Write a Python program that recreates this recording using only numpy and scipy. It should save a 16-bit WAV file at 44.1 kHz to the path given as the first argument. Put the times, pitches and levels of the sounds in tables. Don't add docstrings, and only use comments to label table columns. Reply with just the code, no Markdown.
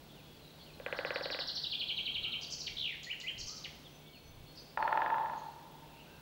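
import sys
import numpy as np
from scipy import signal
from scipy.fft import rfft, irfft, next_fast_len
from scipy.io import wavfile
from scipy.ndimage import uniform_filter1d, map_coordinates

SR = 44100
rng = np.random.default_rng(int(sys.argv[2]) if len(sys.argv) > 2 else 0)


def put_to_file(sound):
    columns = np.atleast_2d(sound).T
    safe = np.clip(columns, -1, 1)
    whole_steps = np.round(safe * 32767)
    wavfile.write(sys.argv[1], SR, whole_steps.astype(np.int16))


N = 273861


def amp(db):
    return 10 ** (np.asarray(db) / 20)


def unit(x):
    return x / np.sqrt(np.mean(x ** 2) + 1e-20)


def along(points, hz):
    f, v = np.transpose(points)
    return np.interp(np.log(hz + 1), np.log(f + 1), v)


def wobble(rate):
    knots = rng.standard_normal(int(N * rate / SR) + 4)
    return map_coordinates(knots, [np.arange(N) * rate / SR])


def filtered(x, response):
    m = next_fast_len(N + SR // 2)
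    gain = response(np.fft.rfftfreq(m, 1 / SR))
    return irfft(rfft(x, m) * gain, m)[..., :N]


def noise(spectrum):
    white = rng.standard_normal(N)
    return unit(filtered(white, lambda hz: amp(along(spectrum, hz))))


def add(track, s, sound):
    part = track[max(round(s * SR), 0):][:len(sound)]
    part += sound[:len(part)]


def forest(x, scatter, echoes, echo_hz, near_t60, far_t60, far_db):
    t = np.arange(2 * SR) / SR
    near = amp(-60 * t / near_t60)
    far = amp(far_db - 60 * t / far_t60)
    onset = 1 - np.exp(-t / 0.0011)
    tail = (near + far) * onset * rng.standard_normal(len(t))
    wet = signal.fftconvolve(x, tail / np.linalg.norm(tail))[:N]
    heard = x + filtered(wet, lambda hz: amp(along(scatter, hz)))
    dull = filtered(x, lambda hz: 1 / (1 + (hz / echo_hz) ** 2))
    for delay, db in echoes:
        add(heard, delay, amp(db) * dull)
    return heard


def air():
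    # (frequency [Hz], relative density [dB])
    hush_spectrum = [(15, -43), (25, -7), (59, -2.5), (107, -7), (154, -3), (195, -4.5), (303, -6),
                     (836, -12), (1270, -19.5), (1520, -17.5), (1730, -21.5), (3590, -18), (5730, -26),
                     (8460, -32.5), (12500, -32), (16200, -68), (22000, -120)]
    # (time [s], level [dB], half length [s])
    breeze = [(0.41, -66, .08), (2.195, -56.5, 0.075), (2.766, -57.5, 0.075), (3.424, -52, 0.063),
              (4.36, -57.5, 0.15)]
    # (frequency [Hz], relative density [dB])
    breeze_spectrum = [(20, -12), (60, -12), (110, -8), (250, -42), (800, -63)]
    t = np.arange(N) / SR
    puffs = sum(amp(db) * np.exp(-((t - s) / length) ** 2) for s, db, length in breeze)
    hush_level = amp(-57 + wobble(2.85))
    return hush_level * noise(hush_spectrum) + puffs * noise(breeze_spectrum)


def camera():
    # (frequency [Hz], rms level before the pulsing [dB], depth of the pulsing [0-1])
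    hum_and_high_tones = [(150.1, -64, 0), (13273, -81, .9), (13573, -83, .9), (15622, -75, .3)]
    t = np.arange(N) / SR
    drift = 0.31 * wobble(6.6)
    pulse = np.cos(2 * np.pi * 25 * t)
    tones = np.zeros(N)
    for hz, db, depth in hum_and_high_tones:
        level = np.sqrt(2) * amp(db + .3 * wobble(9.1))
        tones += level * (1 + depth * pulse) * np.sin(2 * np.pi * hz * t + drift)
    fizz = noise([(12000, -30), (13200, -17.5), (15250, -16), (15600, 0), (15750, -7), (15900, -62.5)])
    hiss_spectrum = [(3000, -61), (7000, -4.5), (10000, -1.0), (15000, -7.0)]
    hiss = np.array([noise(hiss_spectrum) for channel in range(2)])
    return tones + amp(-76) * fizz + amp(-77.0) * hiss


def syllables():
    # (time from the start [s], frequency [Hz], relative level [dB])
    slur = [(0, 5744, -13), (.008, 4904, -7.5), (.019, 3980, -2.5), (.027, 2715, -16), (.030, 3700, -2),
            (.037, 4785, -8)]
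    dip = [(0, 3680, -11), (.005, 4547, -13), (.009, 3690, -6.5), (.012, 4200, -7), (.016, 3234, -0.5),
           (.026, 2675, -4), (.032, 2150, -13.5), (.037, 3000, -5), (.047, 3282, -3), (.053, 3190, -9)]
    stroke = [(0, 4120, -10.5), (.004, 3723, -5.5), (.008, 3200, -2), (.012, 2740, -25)]
    zip_note = [(0, 3530, -5.5), (.009, 7130, -10), (.014, 4955, -3.5), (.020, 6774, -11.5),
                (.026, 4870, 2.5), (.029, 6140, -2.5), (.036, 3890, -4), (.043, 5220, 0)]
    rasp_note = [(0, 5400, -11), (.005, 3930, -3.5), (.007, 5050, -1), (.012, 2800, 5), (.014, 3930, -2.5),
                 (.020, 2200, -1), (.022, 2850, -4.5), (.030, 1845, -6.5)]
    tick = [(0, 7480, 4.5), (.004, 4980, -3.5), (.010, 3600, -12.5), (.016, 4360, 8)]
    whistle = [(0, 1890, -13), (.025, 2007, -14), (.040, 2478, -4.5), (.053, 3110, 0), (.062, 2500, -9.5),
               (.073, 1340, -19)]
    # (time from the start [s], frequency [Hz], relative level [dB])
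    high_note = [(0, 5950, -14), (.03, 6010, -3.5), (.07, 6100, -4)]
    low_note = [(0, 4350, -2.5), (.035, 4330, -0.5), (.062, 4340, -4)]
    sigh = [(0, 3750, -9.5), (.03, 3316, 2.5), (.05, 2870, -9)]
    far_cry = [(0, 1148, -4), (.05, 1312, -1.5), (.11, 1300, -4), (.16, 1092, -3)]
    pip = [(0, 3200, -9), (.006, 3080, 2.5), (.014, 2950, -12.5)]
    buzz = [(0, 3360, -3.5), (.02, 3350, 1), (.04, 3300, -6)]
    flute = [(0, 2250, -5), (.1, 2250, -3.5), (.17, 2230, -4.5)]
    return {"slur": (slur, 0.01), "dip": (dip, .011), "stroke": (stroke, .0062),
            "zip": (zip_note, 0.0695), "rasp": (rasp_note, 0.037), "tick": (tick, .05),
            "whistle": (whistle, 0.0072), "high": (high_note, .002), "low": (low_note, .0019),
            "sigh": (sigh, .02), "cry": (far_cry, .062), "pip": (pip, .01),
            "buzz": (buzz, .055), "flute": (flute, 0.0044)}


def sing(notes):
    track, flutter = np.zeros(N), wobble(700)
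    shapes = syllables()
    for s, syllable, level, ratio in notes:
        shape, rasp = shapes[syllable]
        knots, hz, db = np.transpose(shape)
        t = np.arange(int(knots[-1] * SR)) / SR
        swell = amp(np.interp(t, knots, db)) * signal.windows.tukey(len(t), .12)
        glide = uniform_filter1d(np.interp(t, knots, hz), size=60)
        local_flutter = flutter.take(round(s * SR) + np.arange(len(t)), mode="clip")
        pitch = ratio * glide * (1 + rasp * local_flutter)
        phase = 2 * np.pi * np.cumsum(pitch) / SR
        add(track, s, amp(level) * swell * np.sin(phase))
    return track


def beats(pace):
    gaps = pace["gap"] + pace["slowing"] * np.arange(pace["count"] - 1)
    return pace["start"] + np.append(0, np.cumsum(gaps))


def trill(syllable, pace, course):
    s, db, ratio = np.transpose(course)
    return [(at, syllable, np.interp(at, s, db), np.interp(at, s, ratio)) for at in beats(pace)]


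def twitter(s, db, count):
    wait_s, gap_s, fall = .068, 0.013, 0.93
    pips = [(s + wait_s + k * gap_s, "pip", db, fall ** k) for k in range(count)]
    return [(s, "buzz", db, 1)] + pips


def chirps(count):
    relative_db, centre_ratio, spread_octaves = -60.5, 1.15, .2
    return [(when * N / SR, "sigh", relative_db, centre_ratio * 2 ** (spread_octaves * (2 * pitch - 1)))
            for when, pitch in rng.random((count, 2))]


def far_birds():
    # (time [s], syllable, relative level [dB], pitch ratio)
    clear_calls = [(.22, "flute", -64, 1.5), (.61, "buzz", -58, 1.3), (.735, "pip", -53, 1.34),
                   (1.93, "high", -65, 1.04), (2.22, "cry", -59.5, 1.03), (3.47, "cry", -58.5, 0.98),
                   (3.838, "sigh", -54, 1.02), (4.0, "flute", -64.5, 1), (4.2, "flute", -64, 1),
                   (4.55, "zip", -50.5, .87), (4.575, "buzz", -50.5, 1.4), (5.37, "buzz", -63, 1.9),
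                   (5.99, "buzz", -58, .85), (6.06, "cry", -61, 1.2), (6.08, "flute", -61, 1.2)]
    # (time [s], relative level [dB])
    twitters = [(.09, -60), (.592, -57), (4.062, -56.5)]
    tinkle_pace = dict(start=.34, count=7, gap=.025, slowing=.0008)
    # (time [s], relative level [dB], pitch ratio)
    tinkle = [(.34, -64, 1.52), (0.421, -57, 1.3), (.5, -56, 1.24)]
    seesaw_pace = dict(start=3.9, count=3, gap=.33, slowing=0)
    # (time into it [s], syllable, relative level [dB], pitch ratio)
    seesaw = [(0, "high", -62.5, 1.005), (0.231, "low", -58.5, 1)]
    notes = clear_calls + trill("pip", tinkle_pace, tinkle) + chirps(count=5)
    notes += [(turn + s, *note) for turn in beats(seesaw_pace) for s, *note in seesaw]
    notes += [note for s, db in twitters for note in twitter(s, db, count=4)]
    calls = forest(amp(-1.0) * sing(notes), [(2000, -2), (6000, -0.97)], [],
                   echo_hz=8000, near_t60=.5, far_t60=1.9, far_db=0)
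    voices = [noise([(hz / 2, -60), (hz, 0), (hz * 2, -80)]) for hz in (2700, 3400, 4300)]
    chorus = sum(amp(5.0 * wobble(5)) * voice for voice in voices)
    return calls + amp(-70.0) * unit(chorus)


def roll(pace, force):
    blow = np.arange(pace["count"] - 1)
    slowness = 1 / (1 + (blow / pace["halfway"]) ** pace["abrupt"])
    gaps = pace["fast"] + (pace["slow"] - pace["fast"]) * slowness
    times = pace["start"] + np.append(0, np.cumsum(gaps))
    s, click_db, ring_db = np.transpose(force)
    return zip(times, np.interp(times, s, click_db), np.interp(times, s, ring_db))


def drumming(blows, modes, contact_hz, level_db, main_db):
    track, t = np.zeros(N), np.arange(SR // 6) / SR
    for s, click_db, ring_db in blows:
        rings = []
        for hz, level, t60, rise in modes:
            decay = amp(level + rng.normal(0, 0.85) - 60 * t / t60)
            swell = 1 - np.exp(-t / rise)
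            rings.append(decay * swell * np.cos(2 * np.pi * hz * t))
        main = amp(ring_db + main_db) * rings[0]
        click = amp(click_db) * sum(rings[1:])
        add(track, s, amp(level_db) * (main + click))
    soft = signal.sosfilt(signal.butter(7, contact_hz, fs=SR, output="sos"), track)
    return signal.sosfilt(signal.butter(2, 270, "high", fs=SR, output="sos"), soft)


def branch_roll():
    branch_pace = dict(start=.7992, count=12, slow=.0636, fast=.04, halfway=5.42, abrupt=3.06)
    # (time [s], relative click level [dB], relative level of the main ring [dB])
    branch_force = [(.8, -41, -42.5), (.865, -24, -37), (.99, -25.5, -34), (1.16, -22.5, -35),
                    (1.21, -34.5, -35), (1.3, -27.5, -40), (1.39, -29, -42)]
    # (frequency [Hz], relative level [dB], t60 [s], rise [s])
    branch_modes = [(520, 3.8, .022, 0.0032), (1700, -3, 0.0091, 0.001), (2000, -0.5, 0.0063, 0.00021),
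                    (2400, -0.5, 0.0061, 0.00021)]
    # (frequency [Hz], level [dB])
    branch_scatter = [(200, -21), (300, 9.5), (380, -12), (520, -8), (800, 10), (1100, 5), (1600, 1),
                      (2000, -3), (2500, -22), (4000, 20)]
    # (delay [s], echo level before dulling [dB])
    branch_echoes = [(.008, -28), (0.019, -14.5)]
    blows = roll(branch_pace, branch_force)
    branch = drumming(blows, branch_modes, contact_hz=3200, level_db=2.5, main_db=10)
    return forest(branch, branch_scatter, branch_echoes, echo_hz=3500, near_t60=0.25, far_t60=1.17, far_db=-3.0)


def chaffinch():
    opening_pace = dict(start=.964, count=8, gap=.0881, slowing=-.0015)
    middle_pace = dict(start=1.6238, count=9, gap=.084, slowing=.00072)
    rattle_pace = dict(start=2.7665, count=12, gap=.0136, slowing=.00038)
    # (time [s], relative level [dB], pitch ratio)
    opening = [(.965, -42, 1.02), (1.35, -28.5, 0.98), (1.55, -28.5, 1.05)]
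    middle = [(1.624, -30, 1.203), (1.719, -29, 1.063), (1.9, -28.5, 1.01), (2.316, -30, 0.98)]
    rattle = [(2.767, -31, 1), (2.791, -28, 1.07), (2.826, -26, .98), (2.86, -27, .81), (2.92, -36, .62),
              (2.94, -49, 0.5)]
    # (time [s], syllable, relative level [dB], pitch ratio)
    flourish = [(2.409, "zip", -38, 0.89), (2.499, "zip", -34, 1.055), (2.581, "zip", -36, 1),
                (2.660, "rasp", -34.5, 1), (3.031, "tick", -41, 1.02), (3.065, "whistle", -31, 1),
                (3.200, "tick", -41, 1), (3.235, "whistle", -30.5, 1.04), (3.377, "zip", -36.5, .99),
                (3.458, "zip", -35.5, 1.026), (3.543, "zip", -43, 1.01), (3.637, "rasp", -39.5, 0.92)]
    # (frequency [Hz], level [dB])
    song_scatter = [(2000, 0), (4000, 0), (6000, 3.5)]
    # (delay [s], echo level before dulling [dB])
    song_echoes = [(0.012, -28), (.034, -16.5)]
    trills = trill("slur", opening_pace, opening) + trill("dip", middle_pace, middle)
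    trills += trill("stroke", rattle_pace, rattle)
    second_voice = [(s, syllable, db - 11, ratio * 1.2)
                    for s, syllable, db, ratio in flourish if syllable in ("zip", "tick")]
    voice = amp(-2.5) * sing(trills + flourish + second_voice)
    treble_loss = [(4500, 0), (6500, -4.5), (8000, -10.5), (10000, -31)]  # (frequency [Hz], gain [dB])
    song = filtered(voice, lambda hz: amp(along(treble_loss, hz)))
    return forest(song, song_scatter, song_echoes, echo_hz=8000, near_t60=0.25, far_t60=1.0, far_db=-5.0)


def trunk_roll():
    trunk_pace = dict(start=4.7738, count=14, slow=.0519, fast=.0367, halfway=4.14, abrupt=2.4)
    # (time [s], relative click level [dB], relative level of the main ring [dB])
    trunk_force = [(4.774, -23, -21), (4.971, -21.5, -21.5), (5.18, -29.5, -27), (5.22, -39, -32),
                   (5.26, -34, -33.5), (5.335, -37.5, -33.5)]
    # (frequency [Hz], relative level [dB], t60 [s], rise [s])
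    trunk_modes = [(908, -5.3, 0.046, 0.00051), (645, -19, .065, 0.0031), (745, -10, 0.017, 0.0035),
                   (999, -13.5, 0.046, .001), (1416, -1, 0.017, 0.00087), (1704, 7.2, 0.009, 0.0011),
                   (2430, -6, 0.0082, 0.00095), (3380, -16.5, 0.0079, 0.00026)]
    # (frequency [Hz], level [dB])
    trunk_scatter = [(250, 3), (340, 9), (480, 6), (650, 7.5), (900, 11), (1400, -3.5), (2000, -8),
                     (4000, 3.5)]
    # (delay [s], echo level before dulling [dB])
    trunk_echoes = [(0.014, -18.5), (.031, -9)]
    blows = roll(trunk_pace, trunk_force)
    trunk = drumming(blows, trunk_modes, contact_hz=3700, level_db=1.5, main_db=0.5)
    return forest(trunk, trunk_scatter, trunk_echoes, echo_hz=1200, near_t60=0.75, far_t60=2.28, far_db=-14.5)


def scene():
    return air() + camera() + far_birds() + branch_roll() + chaffinch() + trunk_roll()


def record(dry):
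    return filtered(dry, lambda hz: hz < 15850)


dry = scene()
out = record(dry)
put_to_file(out)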